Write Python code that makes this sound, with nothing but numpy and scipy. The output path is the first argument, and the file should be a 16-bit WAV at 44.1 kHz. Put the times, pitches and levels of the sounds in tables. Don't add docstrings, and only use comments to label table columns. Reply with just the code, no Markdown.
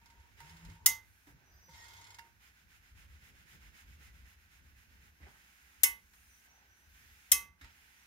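import sys
import numpy as np
from scipy import signal
from scipy.fft import rfft, irfft, next_fast_len
from scipy.io import wavfile
from scipy.ndimage import map_coordinates

SR = 44100
rng = np.random.default_rng(int(sys.argv[2]) if len(sys.argv) > 2 else 0)


def invert_db(level):
    return 10 ** (np.asarray(level, dtype=float) / 20)


def file_out(sig):
    cols = np.atleast_2d(sig).T
    lim = np.clip(cols, -1, 1)
    pcm = np.round(lim * 32767).astype(np.int16)
    wavfile.write(sys.argv[1], SR, pcm)


N = 355775
TIME = np.arange(N) / SR

PORT_LAG = 10.5
IN_STEP_HZ = 3000
STEADY_TOP_HZ, TOP_HZ = 15830, 17000
BACK_S = 0.13
# (frequency [Hz], left minus right [dB])
PORT_LEAN = [(60, 0.5), (110, -0.5), (200, -0.5), (380, -4.5), (700, 3), (1290, -5.5), (2380, -5.5),
             (4400, -1.5), (8120, 1), (15000, 9)]
# (frequency [Hz], width [Hz], level [dB])
SHELL_LOW = [(850, 14, -12.5), (926, 37, 0)]
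# (frequency [Hz], density [dB per Hz])
GRIT = [(350, -72), (600, -19), (875, -6.5), (1190, -5.5), (2070, 3), (2430, -11.5), (4900, -10.5),
        (15000, -24.5)]
# (time [s], rub [dB], rub of the pull back [dB])
STROKES = [(2.457, -63.5, -69), (2.74, -65, -67), (3.009, -63, -66), (3.264, -62, -64.5),
           (3.523, -60.5, -62.5), (3.788, -60.5, -65), (4.049, -61, -66.5), (4.299, -64.5, -71),
           (4.551, -66, -70.5), (4.81, -67, -69), (5.055, -67, -87)]


def unit(x):
    return x / np.sqrt(np.mean(x ** 2) + 1e-20)


def along(points, hz):
    f, v = np.transpose(points)
    return np.interp(np.log(hz + 1), np.log(f + 1), v)


def curves(rows, off=None):
    s, *cols = np.transpose(rows)
    return [np.interp(TIME, s, c, off, off) for c in cols]


def wobble(rate):
    return map_coordinates(rng.standard_normal(int(N * rate / SR) + 4), [np.arange(N) * rate / SR])


def held(rows, rise_s, fall_s):
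    s, length, *cols = np.transpose(rows)[..., None]
    age = TIME - s
    edge = np.clip(np.minimum(age / rise_s, 1 + (length - age) / fall_s), 0, 1)
    return np.sin(np.pi / 2 * edge) ** 2, *cols


def total(x):
    return np.sum(x, axis=0)


def filtered(x, response):
    m = next_fast_len(x.shape[-1] + 8192)
    return irfft(rfft(x, m) * response(np.fft.rfftfreq(m, 1 / SR)), m)[..., :x.shape[-1]]


def shape(points):
    return lambda hz: invert_db(along(points, hz))


def below(hz, top_hz):
    return np.clip((top_hz - hz) / 150, 0, 1)


def modes(resonances):
    def response(f):
        return sum((-1) ** k * invert_db(db) * 1j * f * w / (c * c - f * f + 1j * f * w + 1e-9)
                   for k, (c, w, db) in enumerate(resonances))
    return response


def rush(colour, grit_db=0.):
    # (frequency [Hz], likeness of the two ports [0-1])
    alike = [(60, 1), (130, 0.53), (290, 0.75), (640, 0.4), (1400, 0.5), (3100, 0.17), (6800, 0.23),
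             (10000, 0.89), (15000, 1)]
    pair = rng.standard_normal((2, N)) * invert_db(grit_db * wobble(300))

    def ports(hz):
        turn = np.arccos(np.clip(along(alike, hz), 0, 1)) / 2
        lead = np.minimum(2 * np.pi * hz * PORT_LAG / SR, 4 * np.pi)
        side = invert_db(along(PORT_LEAN, hz) / 2) * np.exp(.5j * lead)
        left = [np.cos(turn) * side, np.sin(turn) * side]
        right = [np.cos(turn) / side, -np.sin(turn) / side]
        return colour(hz) * np.array([left, right])
    return unit(filtered(pair, ports).sum(axis=1))


def glide(rows):
    hz, db = curves(rows)[0], curves(rows, off=-200)[1]
    gain = invert_db(db + 1.3 * wobble(29.2))
    return np.sqrt(2) * gain * np.sin(2 * np.pi * np.cumsum(hz) / SR)


def snaps():
    # (time [s], left peak [dB], right peak [dB])
    snap_contacts = [
        [(.8592, -27.5, -35.5), (.8601, -2, -18.5), (.8611, -5.5, -18), (.8621, -16, -6), (.8640, -11, -12.5),
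         (.8652, -18, -9), (.8690, -23.5, -16.5), (.8730, -24.5, -17)],
        [(5.8331, -6.5, -20.5), (5.8341, -3, -19.5), (5.8352, -10.5, -14), (5.8370, -14.5, -17),
         (5.8381, -10, -9.5), (5.8401, -10, -7.5), (5.8440, -18.5, -14.5)],
        [(7.3163, -9.5, -27.5), (7.3171, -5, -19.5), (7.3182, -5, -19.5), (7.3192, -17.5, -7),
         (7.3212, -14.5, -10), (7.3222, -13.5, -18), (7.3243, -13, -11.5), (7.330, -25.5, -11)],
    ]
    # (frequency [Hz], density [dB per Hz])
    crack_colours = [
        [(290, -70.5), (500, -34.5), (911, -15), (1640, -20.5), (2040, -12.5), (2450, -29), (2940, -15),
         (4050, -17), (6760, -5.5), (7400, -14.5), (8800, -9.5), (10100, -14.5), (11000, -6.5), (13200, -9.5),
         (15800, -14.5), (16200, -45.5)],
        [(290, -69), (500, -36), (924, -16.5), (1660, -24.5), (2040, -11), (2400, -29.5), (2890, -12.5),
         (4230, -19), (5270, -15), (7600, -12), (8750, -15), (10800, -6), (15600, -14), (16500, -31)],
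        [(290, -67.5), (500, -27), (1130, -20), (1790, -18.5), (2040, -0.5), (2290, -19), (2610, -13.5),
         (3600, -13), (4290, -14.5), (5190, -13), (6700, -4.5), (7300, -15), (8200, -7.5), (12000, -5),
         (15600, -11.5), (16500, -35)],
    ]
    # (ringing left minus right [dB], right lag [samples])
    places = [(0, 3), (0, 7), (0, 3)]
    ring_db = [-21.5, -23.5, -26.5]
    # (frequency [Hz], left minus right [dB])
    snap_lean = [(400, 3), (1650, -9.5), (2400, -8.5), (3300, -1), (6300, -6.5), (8500, 6), (12000, -0.5),
                 (15000, -3)]
    out, body = np.zeros((2, N + 2 * SR)), np.zeros(N + SR)
    t = np.arange(SR // 2) / SR
    for k, (contacts, colour, (pan_db, lag)) in enumerate(zip(snap_contacts, crack_colours, places)):
        start = contacts[0][0]
        age = t - (np.array(contacts)[:, :1] - start)
        peak_db = np.transpose(contacts)[1:, :, None]
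        attack = 1 - np.exp(-np.abs(age) / 0.00057)
        blows = np.sum((age >= 0) * invert_db(peak_db - 60 * np.abs(age) / 0.016) * attack, axis=1)
        crack = invert_db(-7.0) * unit(filtered(rng.standard_normal((3, len(t))), shape(colour)))
        late = np.pad(crack[0], (max(round(lag), 0), 0))[:len(t)]
        direct = blows * (np.array([crack[0], late]) + .5 * crack[1:])
        near = filtered(direct, lambda hz: 1 / (1 - 1j * 1790 / (hz + 1)))
        near = near + invert_db(ring_db[k]) * ringing(k, t, lag) * invert_db(np.array([[pan_db], [-pan_db]]) / 2)

        def far_colour(hz):
            return shape(colour)(hz) ** 0.2 * below(hz, STEADY_TOP_HZ) / (1 + (900 / (hz + 1)) ** 2)
        far = invert_db(-5.5) * filtered(room(crack[0] * blows.mean(axis=0)), far_colour)
        thud = unit(filtered(rng.standard_normal(len(t)), modes([(391.3, 360, 0)])))
        at = round(start * SR)
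        body[at:at + len(t)] = thud * invert_db(-58.5 - 60 * t / 0.41)
        out[:, at:at + len(t)] += near
        out[:, at:at + far.shape[1]] += far

    def bright(hz):
        lean = invert_db(along(snap_lean, hz) * [[.5], [-.5]])
        return below(hz, TOP_HZ) / (1 - 1j * 650 / (hz + 1)) ** 2 * lean
    return invert_db(0.04) * filtered(out[:, :N], bright) + filtered(body[:N], lambda hz: below(hz, TOP_HZ))


def ringing(k, t, lag):
    main_hz = [872, 935, 1148, 2061, 2216, 2600, 3182, 5335, 5932, 6445, 6905, 9352, 10500, 1470]
    bright_hz = [5094, 7400, 8098, 8900, 11100, 12340, 13550]
    further_hz = [2900, 3620, 6750, 7700, 14600, 15400, 730]
    # (t60 [s], first snap [dB], second snap [dB], third snap [dB])
    mode_rings = [(0.58, -23, -30.5, -27), (0.41, -17, -17, -18.5), (0.44, -26, -19, -11.5),
                  (0.39, -5.5, -2, -4.5), (0.19, -21, -8.5, -24), (0.33, -28, -10, -6.5),
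                  (0.27, -23.5, -23, -11.5), (.14, -9, -2.5, 1), (0.36, -30, -24.5, -16.5),
                  (.18, -10, -5, -9), (.11, 0.5, -11, -3.5), (0.22, -16.5, -14, -17), (0.11, -8, -7, 1),
                  (0.23, -25, -16.5, -32.5),
                  (.16, -11, -11, -18.5), (.12, -18.5, -9, -28), (0.19, -12, -6, -11),
                   (.18, -10.5, -26.5, -11), (0.15, -8, -9, -2.5), (0.075, -6, -6.5, -7.5),
                   (.14, -8, -8.5, -5.5),
                  (.14, -12.5, -6.5, -14), (.07, -14, -2.5, -11), (.08, -5.5, -3.5, -5.5),
                 (.12, -14.5, -10, -14), (.08, -7, -4.5, -3), (.09, -10, -2.5, -6.5), (.2, -24, -30, -23.5)]
    lasts = [0.87, 0.81, 0.83]
    curb = [261, 300, 36]
    rough_hz = 6000
    rings = mode_rings
    count = len(rings)
    phases = rng.uniform(0, 2 * np.pi, (count, 1, 1)) + rng.normal(0, 0.33, (count, 2, 1))
    knots = np.meshgrid(np.arange(count), t * 110, indexing='ij')
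    drifts = map_coordinates(rng.standard_normal((count, 64)), knots)
    tone = np.zeros((2, len(t)))
    for hz, row, phase, drift in zip(main_hz + bright_hz + further_hz, rings, phases, drifts):
        swell = 1 - np.exp(-t / 0.013 * (hz / 2000) ** .7)
        fade = invert_db(row[1 + k] - 60 * t / (row[0] * lasts[k])) * invert_db(-curb[k] * t ** 2)
        arrival = t - lag / SR * (hz < IN_STEP_HZ) * np.array([[0], [1]])
        blur = hz / rough_hz * (.2 + 1.0 * (hz > rough_hz)) * drift
        tone += swell * fade * np.sin(2 * np.pi * hz * arrival + phase + blur)
    return tone


def room(x):
    # (frequency [Hz], t60 [s])
    decay = [(500, 0.42), (2000, 0.28), (4500, 0.23), (8000, 0.18), (15000, 0.18)]
    share = .7
    hz, t, z = signal.stft(rng.standard_normal((2, SR // 2)), SR, nperseg=256)
    tail = signal.istft(z * invert_db(-60 * t / along(decay, hz)[:, None]), SR, nperseg=256)[1]
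    tail = np.array([tail[0], share * tail[0] + np.sqrt(1 - share ** 2) * tail[1]])
    return signal.fftconvolve(np.pad(x, (260, 0))[None], tail / np.linalg.norm(tail[0]), axes=1)


def rubbing():
    # (start [s], length [s], cloth rub [dB], fine hiss above it [dB], dull scuff above it [dB])
    slides = [(0, 0.49, -71.5, -9, -6), (.36, 0.38, -64, -10, -10), (1.25, 0.029, -67.5, -3, 1),
              (1.36, 0.346, -81.5, -4, 7.5), (1.72, 0.31, -66, -9, -5), (2.05, 0.214, -70, -7, -1.5),
              (5.2, 0.042, -66, -28.5, -23), (5.26, 0.61, -67, -6, -23), (5.96, 0.16, -83.5, 6.5, -23.5),
              (6.12, 0.31, -70, -1.5, -22), (6.43, 0.43, -72, -7.5, -9), (6.92, 0.44, -66.5, -6, -26.5),
              (7.6, 0.05, -59.5, -22.5, -12), (7.68, 0.38, -66, -9, -28.5)]
    # (start [s], length [s], scuff [dB])
    set_down = [
        (5.2, 0.052, -70),
        (5.262, 0.023, -63.5),
        (5.3, 0.067, -73),
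    ]
    # (frequency [Hz], density [dB per Hz])
    cloth = [(260, -33), (450, -9), (502, -25), (832, -4.5), (1170, -8.5), (1350, 0), (1960, 3.5),
             (2850, -0.5), (3150, -3), (4080, -7.5), (4600, -9), (5190, -4), (5990, -22), (6600, -6.5),
             (8000, -22), (10400, -45.5), (17600, -120)]
    fine = [(3820, -23.5), (6500, 2.5), (7430, -6.5), (10600, -5), (12100, -7.5), (15100, -6), (15800, -13)]
    slide, rub_db, hiss_db, scuff_db = held(slides, 0.034, 0.077)
    strokes = []
    for s, push_db, back_db in STROKES:
        strokes += [(s, push_db, -8), (s + BACK_S, back_db, -10)]
    s, stroke_db, fine_db = np.transpose(strokes)[..., None]

    def speed(width_s):
        return np.exp(-.5 * np.abs((TIME - s) / width_s) ** 3.2)
    rub = total(invert_db(rub_db) * slide) + total(invert_db(stroke_db) * speed(.046))
    hiss = total(invert_db(rub_db + hiss_db) * slide) + total(invert_db(stroke_db + fine_db) * speed(.044))
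    bump, bump_db = held(set_down, 0.0043, 0.0396)
    dull = total(invert_db(rub_db + scuff_db) * slide) + total(invert_db(bump_db) * bump)
    scuff = dull * rush(modes([(360, 93, -2.0), (825, 300, -0.5), (1700, 500, -3)]), grit_db=0.5)
    return rub * rush(shape(cloth), grit_db=0.4) + hiss * rush(shape(fine), grit_db=0.9) + scuff


def dragging():
    # (start [s], length [s], low mode [dB], high modes at the start [dB])
    drags = [
        (0, 0.26, -73.5, -85),
        (0.41, 0.43, -67.5, -66),
        (1.695, 0.426, -64, -56),
    ]
    # (time [s], level [dB])
    slips = [(0.059, -56), (0.101, -59), (0.201, -65), (.495, -53.5), (.567, -57), (0.65, -53),
             (.698, -57.5), (1.9658, -62), (1.9854, -62), (2.0133, -54.5), (2.0421, -55), (2.0700, -54.5),
             (2.1047, -51), (2.1443, -50.5), (2.186, -52.5)]
    # (time [s], level [dB])
    chatter = [(1.6976, -55), (1.7088, -56), (1.7218, -82), (1.7453, -61), (1.7801, -64.5), (1.792, -66),
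               (1.8231, -57), (1.842, -49.5), (1.8833, -48.5), (1.9065, -52), (1.9348, -48.5),
               (1.9662, -56)]
    # (frequency [Hz], width [Hz], level [dB])
    shell = [(1428, 18, -5), (1540, 40, -8), (2093, 16, -5.5), (3180, 22, -3), (3400, 90, -7.5),
             (3820, 59, -6.5), (4220, 90, -8), (4820, 150, -5), (5400, 45, -2), (6600, 64, -1.5),
             (7300, 65, -5.5), (8180, 100, -14.5), (9160, 100, -14), (10800, 200, -12)]
    sole = [(2120, 15, 2), (2600, 30, -8.5), (3000, 36, -8), (3744, 100.3, -13.5), (7800, 40, -14.5)]
    # (frequency [Hz], density [dB per Hz])
    tick = [(2500, -30), (4000, 0), (6600, 1), (8200, -15), (10500, -3.5), (15000, -13.5)]
    # (time [s], pitch [Hz], level [dB])
    squeaks = [
        [(1.76, 1870, -77), (1.79, 1880, -66), (1.84, 1880, -60.5), (1.88, 1877, -80)],
        [(4.03, 2160, -80), (4.07, 2050, -69), (4.12, 1950, -75)],
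        [(7.612, 3750, -63.5), (7.69, 3760, -99)],
    ]
    drag, low_db, high_db = held(drags, 0.062, 0.088)
    since = np.clip(TIME - np.array(drags)[:, :1], 0, 1)
    low = total(invert_db(low_db) * drag)
    high = total(invert_db(high_db - 24.5 * since) * drag)
    s, db = np.transpose(slips + [(s, db - 6) for s, db in chatter])[..., None]
    age = TIME - s
    catch = total((age > 0) * invert_db(db - 5.5 - 60 * np.abs(age) / 0.099))
    edge = total((age > 0) * invert_db(db - 9 - 60 * np.abs(age) / .04))

    def scrape(hz):
        metal = (modes(shell)(hz) + modes(sole)(hz)) / (1 + (hz / 12000) ** 4)
        return metal + invert_db(-14.0) * shape(GRIT)(hz)
    out = low * rush(modes(SHELL_LOW)) + (invert_db(-2.5) * high + catch) * rush(scrape, grit_db=-0.5)
    out = out + edge * rush(shape(tick), grit_db=1.0) + sum(glide(rows) for rows in squeaks)
    kicks = np.bincount(np.round(s[:, 0] * SR).astype(int), invert_db(db[:, 0] + 27), N)
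    struck = filtered(kicks, modes(shell + sole))
    return out + np.array([struck * invert_db(-4.0), np.roll(struck, round(PORT_LAG))])


def stop():
    # (frequency [Hz], level [dB], t60 [s])
    knock = [(1432, -7.5, 0.19), (2040, -2, .076), (2770, -4.5, 0.14), (4904, -7, 0.11), (5432, -9, .06),
             (5679, -12, .1)]
    age = np.clip(TIME - 2.1855, 0, 1)
    ring = sum(invert_db(-47 + db - 60 * age / t60) * np.sin(2 * np.pi * hz * age) for hz, db, t60 in knock)
    ring = ring * (1 - np.exp(-age / 0.0009))
    return np.array([ring * invert_db(-9.5), np.roll(ring, round(PORT_LAG))])


def steam_singing():
    # (start [s],
    # length [s], level [dB])
    leaks = [
        [(1.42, 0.27, -73.5), (1.7, 0.17, -71.5), (1.88, 0.13, -68.5), (6.27, 0.1, -71), (6.45, 0.11, -71.5),
         (6.64, 0.19, -74.5), (7.9, 0.15, -76)],
        [(6.11, 0.25, -78.5), (7.78, 0.27, -84)],
        [(1.48, 0.49, -77.5), (6.1, 0.6, -87), (6.8, 0.35, -84), (7.78, .3, -89)],
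        [(1.475, 0.28, -75.5)],
        [(5.28, 0.099, -74), (6.38, 0.067, -77.5), (6.55, 0.21, -78.5)],
        [(6.424, .22, -77)],
        [(6.12, .2, -84.5)],
        [(5.18, 0.058, -64), (6.92, .06, -78)],
        [(1.7, .12, -83.5), (1.85, 0.37, -66)],
        [(1.718, 0.39, -73.5)],
    ]
    # (frequency [Hz], width [Hz])
    gap_modes = [(5932, 13.2), (9060, 66), (13670, 86), (5000, 130), (1540, 27), (815, 190), (2590, 40),
                 (2033, 260), (2140, 30.2), (3320, 44.7)]
    steam = rush(np.ones_like)
    out = np.zeros((2, N))
    for rows, (hz, width) in zip(leaks, gap_modes):
        leak, db = held(rows, .07, .08)
        out = out + total(invert_db(db) * leak) * invert_db(1.32 * wobble(3.57)) * whistle(steam, hz, width)
    return out


def whistle(steam, hz, width):
    noise = unit(filtered(steam, modes([(hz, width, 0)])))
    if width > 50:
        return noise
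    tone = np.sqrt(2) * np.sin(2 * np.pi * np.cumsum(hz + 0.384 * width * wobble(49)) / SR)
    late = np.roll(tone, round(PORT_LAG / 2) * (hz < IN_STEP_HZ))
    side = invert_db(along(PORT_LEAN, hz) / 2 * np.array([[1], [-1]]))
    return unit(invert_db(8) * noise + side * [tone, late])


def taps():
    # (time [s], bright [dB], dull above it [dB], low mode above it [dB], dull pitch [Hz])
    contacts = [(0.0138, -60, -27.5, -5, 157), (0.057, -61, -29, -8, 231), (0.1001, -60, -21, -4, 290),
                (0.4026, -45, -29, -6.5, 149), (1.2702, -53.5, -0.5, -35, 293),
                (1.3038, -64, -20, -12, 269), (1.683, -61.5, -1.5, -29, 520), (1.6886, -59.5, 0.5, 1, 161),
                (2.1855, -44, -25, -6.5, 203.4), (5.204, -64, 2.5, -30.5, 295),
                (5.265, -61.5, 0, -29.5, 403), (6.133, -54, -27, -42.5, 158),
                (7.6111, -46.5, -14.5, -41, 277.4), (7.642, -49.5, -18, -19, 301)]
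    grit, tones = np.zeros(N + SR), np.zeros(N + SR)
    t = np.arange(SR // 2) / SR
    for s, db, dull_db, mode_db, hz in contacts:
        at = round(s * SR)
        grit[at:][:len(t)] += invert_db(db - 5.0 - 60 * t / 0.087) * (1 - np.exp(-t / 0.0015))
        push = invert_db(db + dull_db - 60 * t / 0.14) * (1 - np.exp(-t / 0.0019))
        ring = invert_db(db + mode_db - 60 * t / 0.3) * (1 - np.exp(-t / 0.0013))
        tones[at:][:len(t)] += push * np.sin(2 * np.pi * hz * t)
        tones[at:][:len(t)] += ring * np.sin(2 * np.pi * SHELL_LOW[1][0] * t)
    return grit[:N] * rush(shape(GRIT), grit_db=2.0) + tones[:N] * invert_db([[-1.2], [1.2]])


def table_shaking():
    # (start [s], length [s], rumble [dB], board tone above it [dB])
    shoves = [(0, 0.81, -66.5, -11), (.63, 0.031, -55.5, -10.5), (.8, 0.093, -62.5, -6.5),
              (1.25, 0.097, -75, 2.5), (1.45, 0.54, -70.5, -11.5), (2.62, 0.24, -67.5, -14),
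              (2.9, 0.26, -62, -13.5), (3.2, 0.27, -69, -5), (3.52, 0.15, -63, -9.5),
              (3.8, 0.41, -62, -9.5), (4.3, 0.24, -73, -15), (4.58, 0.17, -66, -14),
              (4.85, 0.19, -64, -10.5), (5.19, 0.042, -68, 4.5), (5.75, 0.18, -66, -19),
              (6, 0.23, -74.5, -29), (6.85, 0.24, -68.5, -11), (7.05, 0.1, -80, -19),
              (7.3, 0.17, -67.5, -7.5), (7.61, 0.022, -67, -5)]
    # (frequency [Hz], density [dB per Hz])
    rumble = [(12, -48), (20, -15.5), (30, -10), (47, 1), (65, 6.5), (83, 4), (130, -23), (170, -41.5),
              (290, -120)]
    board_colour = [(65, -25), (110, -3.5), (140, -4), (319, -18), (378, -22.5), (430, -22), (600, -24),
                    (780, -58), (1320, -120)]
    # (time [s], level [dB])
    flexing = [(0, -91), (.5, -68), (.9, -67), (1.2, -74.5), (1.7, -76.5), (2.1, -69.5), (2.45, -77.5),
               (2.6, -89)]
    # (time [s], pitch [Hz], level [dB])
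    bounces = [
        [(5.2, 79.3, -71), (5.222, 75, -53), (5.258, 67, -54), (5.275, 67.8, -74)],
        [(7.315, 75, -74), (7.335, 68, -50), (7.355, 62, -64), (7.375, 60, -66)],
        [(7.612, 71.6, -70), (7.63, 70, -55.5), (7.65, 67.4, -58), (7.7, 66, -71)],
    ]
    # (time [s], pitch [Hz], level [dB])
    groan = [(0.4, 149, -80), (0.444, 143.6, -60), (0.49, 162, -67.5), (0.55, 166, -58), (.595, 165, -70),
             (.64, 167.3, -57.5), (0.744, 164, -59.5), (0.8, 163.5, -72)]
    shove, low_db, board_db = held(shoves, 0.038, 0.13)
    low = invert_db(-79) + total(invert_db(low_db) * shove)
    board = invert_db(-84.5) + total(invert_db(low_db + board_db) * shove)
    shake = low * invert_db(2 * wobble(15)) * rush(shape(rumble))
    shake = shake + board * invert_db(2.5 * wobble(20)) * rush(shape(board_colour))
    flex = invert_db(curves(flexing)[0] + 2.2 * wobble(13.0)) * rush(lambda hz: modes([(94, 16, 0)])(hz) ** 2)
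    octave = np.array(groan) * [1, 2, 1] + [0, 0, -21]
    return shake + flex + sum(glide(rows) for rows in bounces) + glide(groan) + glide(octave)


def air():
    # (frequency [Hz], density [dB per Hz])
    colour = [(12, -33), (20, -15.5), (74, -5.5), (123, -18), (181, -8.5), (539, -25.5), (843, -18),
              (1210, -18.5), (1400, -14.5), (1540, -6), (1700, -11.5), (2570, -13), (3100, -20),
              (3910, -20.5), (6650, -20), (7650, -30), (13700, -25.5), (15800, -31)]
    # (frequency [Hz], rms [dB])
    mains = [(60, -77)]
    # (start [s], length [s], level [dB], more in the airy band [dB])
    hushes = [(0, 1, -1, -4), (1.02, 0.22, 0.5, 4), (1.33, 0.36, -1, -5), (1.7, .35, -6.5, -2.5),
              (2.5, 2.6, 0.5, 0.5), (6.46, 0.28, -0.5, -15), (6.65, .17, -3, 8), (6.88, 0.59, 5, 0.5),
              (7.44, 0.13, -7, 1), (7.75, 0.36, -1, 5)]
    # (low [Hz], high [Hz])
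    airy_hz = (7400, 13000)
    hum = 0
    for hz, db in mains:
        hum = hum + invert_db(db + 1.5 * wobble(2.6)) * np.sqrt(2) * np.sin(2 * np.pi * hz * TIME)
    tone = invert_db(-68.5 + 0.61 * wobble(2.2)) * rush(shape(colour))
    treble = filtered(tone, lambda hz: 1 / (1 + (1300 / (hz + 1)) ** 4))
    airy = filtered(tone, lambda hz: 1 / (1 + (airy_hz[0] / (hz + 1)) ** 20) / (1 + (hz / airy_hz[1]) ** 10))
    hush, db, airy_db = held(hushes, 0.023, .04)
    turns = np.array([s + way * BACK_S / 2 for s, *_ in STROKES for way in (-1, 1)])[:, None]
    turning = total(np.exp(-.5 * ((TIME - turns) / 0.017) ** 2))
    gain = invert_db(-0.5 + total(db * hush) - 2.5 * turning)
    return tone + (gain - 1) * treble + gain * (invert_db(total(airy_db * hush)) - 1) * airy + hum


def scene():
    # (frequency [Hz], width [Hz], depth [0-1])
    port_dips = [(4650, 260, 0.2), (7450, 370, 0)]
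    quiet = rubbing() + dragging() + stop() + steam_singing() + taps() + table_shaking() + air()

    def ports(hz):
        dips = [1 - np.clip(deep, 0, 1) * np.exp(-((hz - c) / w) ** 2) for c, w, deep in port_dips]
        return np.prod(dips, axis=0) * (hz < STEADY_TOP_HZ)
    return snaps() + filtered(quiet, ports)


def band_limit(x):
    return signal.sosfilt(signal.butter(12, 17160, fs=SR, output="sos"), x)


def record(dry):
    return band_limit(dry)


dry = scene()
out = record(dry)
file_out(out)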